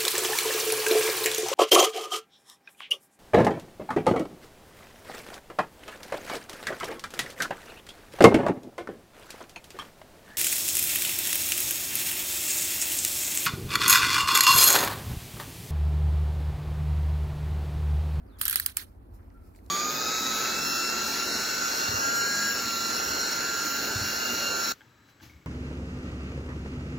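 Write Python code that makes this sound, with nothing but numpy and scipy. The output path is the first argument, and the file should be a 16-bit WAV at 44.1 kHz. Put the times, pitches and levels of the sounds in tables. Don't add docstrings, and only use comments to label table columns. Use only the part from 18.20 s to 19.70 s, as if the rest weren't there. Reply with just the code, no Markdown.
import sys
import numpy as np
from scipy import signal
from scipy.fft import rfft, irfft, next_fast_len
from scipy.io import wavfile
from scipy.ndimage import uniform_filter1d, map_coordinates

SR = 44100
rng = np.random.default_rng(int(sys.argv[2]) if len(sys.argv) > 2 else 0)


def pcm_store(signal):
    levels = np.round(np.clip(np.atleast_2d(signal), -1, 1) * 32767)
    wavfile.write(sys.argv[1], SR, levels.astype(np.int16).T)


def gain_from_db(level_db):
    decades = np.asarray(level_db, float) / 20
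    return 10 ** decades


N = 66150
T = np.arange(N) / SR
KNIFE_LAG_S = 0.000154
TOP_HZ = 16050


def unit(x):
    return x / np.sqrt(np.mean(x ** 2) + 1e-20)


def along(points, hz):
    f, v = np.transpose(points)
    return np.interp(np.log(hz + 1), np.log(f + 1), v)


def curves(rows):
    s, *cols = np.transpose(rows)
    return [np.interp(T, s, c) for c in cols]


def wobble(rate):
    return map_coordinates(rng.standard_normal(int(N * rate / SR) + 4), [T * rate])


def decay(since, t60):
    return (since >= 0) * gain_from_db(-60 * np.clip(since, 0, None) / t60)


def filtered(x, response):
    m = next_fast_len(N + SR // 2)
    return irfft(rfft(x, m) * response(np.fft.rfftfreq(m, 1 / SR)), m)[..., :N]


def lagged(x, lag_s):
    return filtered(x, lambda f: np.exp(-1j * np.pi * f * lag_s * np.array([[1], [-1]])))


def modes(table, f):
    total = 0
    for k, (centre, width, db) in enumerate(table):
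        total = total + (-1) ** k * gain_from_db(db) * 1j * f * width / (centre ** 2 - f ** 2 + 1j * f * width)
    return total


def pair(own, spiky_db, rate):
    z = rng.standard_normal((3, N))
    return unit((z[0] + own * z[1:]) * gain_from_db(spiky_db * wobble(rate)))


def gain_patches(x, segment, size_hz, size_time, depth_db):
    z = signal.stft(x, nperseg=segment)[2]
    field = uniform_filter1d(rng.standard_normal(z.shape[1:]), size=size_hz, axis=0)
    field = uniform_filter1d(field, size=size_time, axis=1)
    return signal.istft(z * gain_from_db(depth_db * unit(field)), nperseg=segment)[1][:, :N]


# (frequency [Hz], width [Hz], level [dB])
BLADE_MODES = [(3250, 130, -6.5), (4300, 300, 11), (7360, 190, -7), (8912, 74, 16), (9890, 480, 3),
               (11220, 80, 12), (11950, 140, 1), (12830, 280, 12), (14060, 100, 8.5), (14160, 130, 7),
               (14050, 72, -5.5), (15400, 600, 15.5)]
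# (frequency [Hz], left over right [dB])
KNIFE_BALANCE = [(1000, -6), (5000, -10), (8000, -8), (12000, 1.5), (16000, -8)]


def steel(x, colour, ring_db):
    side = np.array([[.5], [-.5]])
    shape = lambda f: gain_from_db(along(colour, f)) * (1 + gain_from_db(ring_db) * modes(BLADE_MODES, f))
    norm = np.sqrt(np.mean(abs(shape(np.linspace(0, SR / 2, num=4000))) ** 2))
    return filtered(x, lambda f: shape(f) / norm * gain_from_db(side * along(KNIFE_BALANCE, f)))


# (time [s], peak [dB], handle knock over it [dB], scrape after it [dB], contact [ms])
SNAPS_ON_TEETH = [
    (0.2114, -18.5, -21.5, -39, 1.58),
    (0.253, -16.5, -22, -33, 0.6),
    (0.2802, -11, -29, -39.5, 0.49),
    (0.2969, -14, -35.5, -44.5, 0.54),
    (0.3089, -17.5, -31, -46, 0.75),
    (0.3274, -15.5, -34.5, -40.5, 0.49),
    (0.3573, -11.5, -12, -36, 0.62),
    (0.3979, -14, -15.5, -48, 0.63),
    (0.4615, -12.5, -28.5, -42.5, 0.61),
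    (0.5696, -13, -23, -39.5, 0.53),
]
# (frequency [Hz], level [dB])
SNAP_TONE = [(880, -44), (1500, -20.5), (5000, -9), (6110, -16.5), (7100, -13), (9220, -6), (12300, 2),
             (15400, -8), (16500, -26.5)]
# (frequency [Hz], width [Hz], level [dB])
HANDLE_MODES = [(1200, 350, -8.5), (1730, 200, 3.5), (2540, 260, -1.5)]


def snaps():
    steel_grit = pair(own=1, spiky_db=4.5, rate=2800)
    handle_grit = pair(own=0.28, spiky_db=-2, rate=5500)
    body = lambda f: modes(HANDLE_MODES, f) / (1 + (1000 / (f + 1)) ** 4)
    heard_steel = unit(lagged(steel(steel_grit, SNAP_TONE, ring_db=-9.5), KNIFE_LAG_S).sum(axis=0))
    heard_handle = unit(filtered(handle_grit[1], body))
    rattle, knock = np.zeros(N), np.zeros(N)
    for s, db, knock_db, _, ms in SNAPS_ON_TEETH:
        u = np.clip(T - s, 0, None) / (ms / 1000)
        burst = u ** 2 * np.exp(1.5 - 1.498 * u ** 0.96)
        even = lambda grit: np.linalg.norm(burst) / np.linalg.norm(burst * grit)
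        lead_in = gain_from_db(-21) * decay(T - s + .003, t60=0.014)
        rattle += gain_from_db(db - 3.5) * (burst * even(heard_steel) + lead_in)
        knock += gain_from_db(db + knock_db + 12.5) * burst * even(heard_handle)
    blade = steel(rattle * steel_grit, SNAP_TONE, ring_db=-5.0)
    handle = filtered(knock * handle_grit, body) * gain_from_db([[-4], [4]])
    return lagged(blade + handle, KNIFE_LAG_S)


# (time [s], level [dB])
THUMB_PUSH = [(.178, -76.5), (.188, -56), (.21, -43), (.33, -42.5), (.44, -47), (.515, -52.5), (.54, -72),
              (.575, -48), (.625, -47), (.66, -74), (.7, -79)]
# (frequency [Hz], level [dB])
SCRAPE_TONE = [(530, -53.5), (900, -20), (1250, -9), (1600, -3.5), (2100, -8), (3920, -9.5), (7300, -15),
               (8660, -10.5), (11600, -6), (15500, -14), (16500, -32)]


def scrape():
    hold_s, t60_s, stick_db, stick_s = 0.0057, 0.16, -9, .006
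    slide, rough_db = gain_from_db(curves(THUMB_PUSH)[0]), 1.0 * wobble(120)
    for s, _, _, scrape_db, _ in SNAPS_ON_TEETH:
        fall = gain_from_db(-60 * (T - s - hold_s).clip(-1, 1) / t60_s)
        slide = slide + gain_from_db(scrape_db) * (T > s) * np.minimum(1, fall)
        rough_db += stick_db * (T < s) * np.exp(-((T - s) / stick_s) ** 2)
    grit = pair(own=1, spiky_db=0.5, rate=2000)
    grain = unit(gain_patches(grit, segment=128, size_hz=3, size_time=6, depth_db=3.2))
    rub = slide * gain_from_db(rough_db) * grain
    early = 1 / (1 + np.exp(((T - .44) / 0.02).clip(-30, 30)))
    out = steel(rub * early, SCRAPE_TONE, ring_db=-3.0) + steel(rub * (1 - early), SCRAPE_TONE, ring_db=-2.5)
    return lagged(filtered(out, lambda f: 1 / (1 + (f / TOP_HZ) ** 120)), KNIFE_LAG_S)


# (time [s], level [dB], pitch [Hz])
HANDLE_THUMPS = [(.2131, -25, 1250), (.2133, -25, 1600), (.2536, -27, 1750), (.2812, -31, 1600),
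                 (.3581, -16, 1650), (.3579, -33, 850), (.361, -27, 1700), (.399, -24, 1720),
                 (.4625, -33, 1150), (.5701, -28, 1450), (.596, -38, 1750)]


def thumps():
    out = np.zeros(N)
    for s, db, hz in HANDLE_THUMPS:
        t = np.clip(T - s, 0, None)
        swell = 1 - np.exp(-t / .0004)
        out += gain_from_db(db) * swell * decay(t, t60=.009) * np.sin(2 * np.pi * hz * t)
    out = filtered(out, lambda f: (1j * f / (700 + 1j * f)) ** 2)
    return lagged(out * gain_from_db([[-8], [0]]) * 2, KNIFE_LAG_S)


# (start [s], length [s], pitch
# [Hz], level [dB])
HELD_SINGS = [(.186, .024, 12600, -57), (.186, .024, 10000, -59), (.188, .02, 4900, -64),
              (.19, .02, 15000, -56), (.215, .029, 8930, -40), (.216, .033, 11250, -42),
              (.217, .025, 13000, -43), (.257, .019, 8900, -46), (.269, .011, 15200, -42),
              (.282, .016, 8900, -43), (.282, .02, 1640, -46), (.305, .03, 1560, -49),
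              (.36, .03, 8950, -47), (.374, .022, 4000, -46), (.4, .045, 9040, -50)]


def singing():
    width_hz, edge_s = 110, 0.003
    out = np.zeros((2, N))
    for s, length, hz, db in HELD_SINGS:
        phase = 2 * np.pi * np.cumsum(hz + width_hz * wobble(300)) / SR
        tone = np.sqrt(2) * np.sin(phase + np.array([[0], [1]]) * wobble(60))
        ring = tone * gain_from_db([2.5 * wobble(400), 2.5 * wobble(400)])
        out += gain_from_db(db) * ring * np.clip(np.minimum(T - s, s + length - T) / edge_s, 0, 1)
    return out * gain_from_db([[-2], [2]])


def ticks(rows, contact_s, width):
    size = 2048
    out = np.zeros((2, N + size))
    u, f = T[:size] / contact_s, np.fft.rfftfreq(size, 1 / SR)
    push = u * np.exp(1 - u ** 2)
    for s, db, hz in rows:
        n = rng.standard_normal((3, size))
        contact = rfft((n[0] + .5 * n[1:]) * push)
        tick = irfft(contact * modes([(hz, hz * width, 0)], f) ** 2, size)
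        start = round((s - contact_s) * SR)
        out[:, start:start + size] += gain_from_db(db) * tick / abs(tick).max() * gain_from_db([[-2.5], [2.5]])
    return out[:, :N]


# (time [s], level [dB], pitch [Hz])
RAIL_CATCHES = [(.173, -63, 6700), (.188, -53, 4970), (.2145, -29, 3100), (.2155, -24, 11500),
                (.2545, -23, 12000), (.254, -32, 3300), (.2815, -21, 7390), (.2988, -22, 12300),
                (.312, -31, 5500), (.312, -34, 3200), (.3278, -25, 13800), (.3595, -31, 3100),
                (.3625, -31, 3800), (.3995, -28, 4360), (.3998, -21, 13000), (.4055, -32, 12500),
                (.4635, -28, 4610), (.4635, -28, 6500), (.465, -24, 12500), (.479, -35, 13300),
                (.4895, -40, 4500), (.492, -39, 4100), (.514, -49, 4300), (.5706, -29, 2500),
                (.571, -29, 5010), (.5855, -37, 13300), (.591, -38, 4400), (.5945, -39, 4600),
                (.597, -38, 2100), (.601, -41, 4500), (.617, -37.5, 4500), (.617, -41, 15000),
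                (.617, -48, 2000)]


def catches():
    return ticks(RAIL_CATCHES, contact_s=0.0022, width=.24)


# (time [s], level [dB], pitch [Hz])
FINGER_TAPS = [(1.03, -61.5, 1600), (1.103, -65, 4820), (1.104, -59.5, 1900), (1.144, -64.5, 10000),
               (1.255, -68.5, 4300), (1.35, -53.5, 2020), (1.362, -58.5, 2100), (1.362, -58, 4500),
               (1.362, -52.5, 8500), (1.39, -54, 2000), (1.464, -55.5, 5900), (1.464, -59.5, 3970),
               (1.464, -55, 10000), (1.493, -64.5, 5000)]


def taps():
    return ticks(FINGER_TAPS, contact_s=0.00191, width=.36)


def rush(spectrum, alike, patchy_db):
    two = gain_patches(rng.standard_normal((2, N)), segment=512, size_hz=6, size_time=10, depth_db=patchy_db)
    turn = lambda hz: np.arccos(np.clip(along(alike, hz), -1, 1)) / 2
    mid_side = lambda hz: gain_from_db(along(spectrum, hz)) * [np.cos(turn(hz)), np.sin(turn(hz))]
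    mid, side = filtered(two, mid_side)
    return unit(np.array([mid + side, mid - side]))


# (time [s], level [dB])
FINGER_RUSTLE = [(0, -91), (.15, -81), (.7, -74.5), (.8, -90), (.89, -88.5), (.95, -67), (1, -79.5),
                 (1.2, -78.5), (1.26, -69), (1.33, -76.5), (1.365, -63.5), (1.41, -75.5), (1.5, -68.5)]
# (frequency [Hz], level [dB])
SKIN_TONE = [(1470, -12), (2500, 2), (3220, -12.5), (4450, 1), (6810, -4), (15100, 1), (16500, -16)]


def fingers():
    level = gain_from_db(curves(FINGER_RUSTLE)[0] + 1.3 * wobble(60))
    return filtered(level * rush(SKIN_TONE, [(3000, 0.24)], patchy_db=2.5), lambda f: f < TOP_HZ)


# (time [s], level [dB])
PALM_RUB = [
    (0, -71.5),
    (.19, -64),
    (.7, -73),
    (.9, -99),
    (1, -67.5),
    (1.3, -78),
    (1.5, -71),
]
# (frequency [Hz], level [dB])
PLASTIC_TONE = [(530, -33), (900, -7), (1180, -10), (1330, -5), (3200, -25), (4160, -57), (7040, -120)]


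def palm():
    level = gain_from_db(curves(PALM_RUB)[0] + 1.6 * wobble(57))
    return level * rush(PLASTIC_TONE, [(2000, 0.083)], patchy_db=1.5)


# (time [s], pitch [Hz], level [dB])
BIRD_WHISTLE = [
    (.056, 5450, -100),
    (.064, 5300, -83),
    (.085, 4650, -81),
    (.105, 4000, -76),
    (.13, 3600, -75),
    (.17, 3250, -75),
    (.188, 3200, -80),
    (.2, 3200, -110),
]
# (time [s], pitch [Hz], level [dB])
BIRD_HOOT = [
    (1.138, 1370, -95),
    (1.146, 1370, -65),
    (1.2, 1345, -69),
    (1.26, 1310, -69),
    (1.275, 1300, -95),
]


def bird(rows, flutter_db):
    hz, db = curves(rows)
    phase = 2 * np.pi * np.cumsum(hz * (1 + 0.0175 * wobble(250))) / SR
    tone = gain_from_db(db + flutter_db * wobble(110)) * np.sin(phase)
    tail = rng.standard_normal((2, SR // 10)) * decay(T[:SR // 10], t60=.3)
    tail = gain_from_db(3) * tail / np.linalg.norm(tail[0])
    return tone + signal.fftconvolve(tone[None], tail, axes=1)[:, :N]


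# (frequency [Hz], level [dB])
CITY_TONE = [(82, -57), (140, -27.5), (170, -6.5), (263, -2), (502, -13.5), (554, -13.5), (820, -15.5),
             (1340, -24.5), (4000, -49.5), (5200, -72), (8800, -120)]
# (frequency [Hz], likeness [0-1])
CITY_LIKENESS = [(150, 0.97), (300, 0.56), (600, 0.48), (1500, 0.53)]


def city():
    wash = lagged(rush(CITY_TONE, CITY_LIKENESS, patchy_db=1.27), lag_s=-0.00047)
    return gain_from_db(-57 + 1.0 * wobble(6.9)) * wash * gain_from_db([[-.9], [.9]])


# (frequency [Hz], level [dB])
RUMBLE_TONE = [(13, -38.5), (22, -9), (35, 2.5), (54, -3), (92, -5.5), (101, -11.5), (114, -16), (151, -23),
               (160, -32.5), (210, -53.5), (350, -120)]
# (frequency [Hz], likeness [0-1])
RUMBLE_LIKENESS = [(30, .965), (90, .975), (200, .8)]
# (frequency [Hz], width [Hz], level [dB])
ENGINE_HUMS = [(51, 11, -3), (83.6, 2.1, -1.5), (90.5, 12, -4.5)]


def traffic():
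    hum = lambda f: 1 + gain_from_db(-1.5) * abs(modes(ENGINE_HUMS, f))
    low = filtered(rush(RUMBLE_TONE, RUMBLE_LIKENESS, patchy_db=1.06), hum)
    return gain_from_db(-47 + 0.4 * wobble(10)) * unit(low)


def background():
    birds = bird(BIRD_WHISTLE, flutter_db=3) + bird(BIRD_HOOT, flutter_db=2)
    soft = fingers() + palm() + birds + city() + traffic()
    return soft * gain_from_db(-10 * np.exp(-((T - .305) / 0.011) ** 2))


def scene():
    knife = snaps() + scrape() + thumps() + singing() + catches()
    return knife + taps() + background()


def low_pass(x):
    return signal.sosfilt(signal.butter(12, 17120, fs=SR, output="sos"), x)


def record(dry):
    mix = filtered(dry, lambda f: (f < 16900) / (1 + (43 / (f + 1)) ** 6))
    return low_pass(mix)


dry = scene()
out = record(dry)
pcm_store(out)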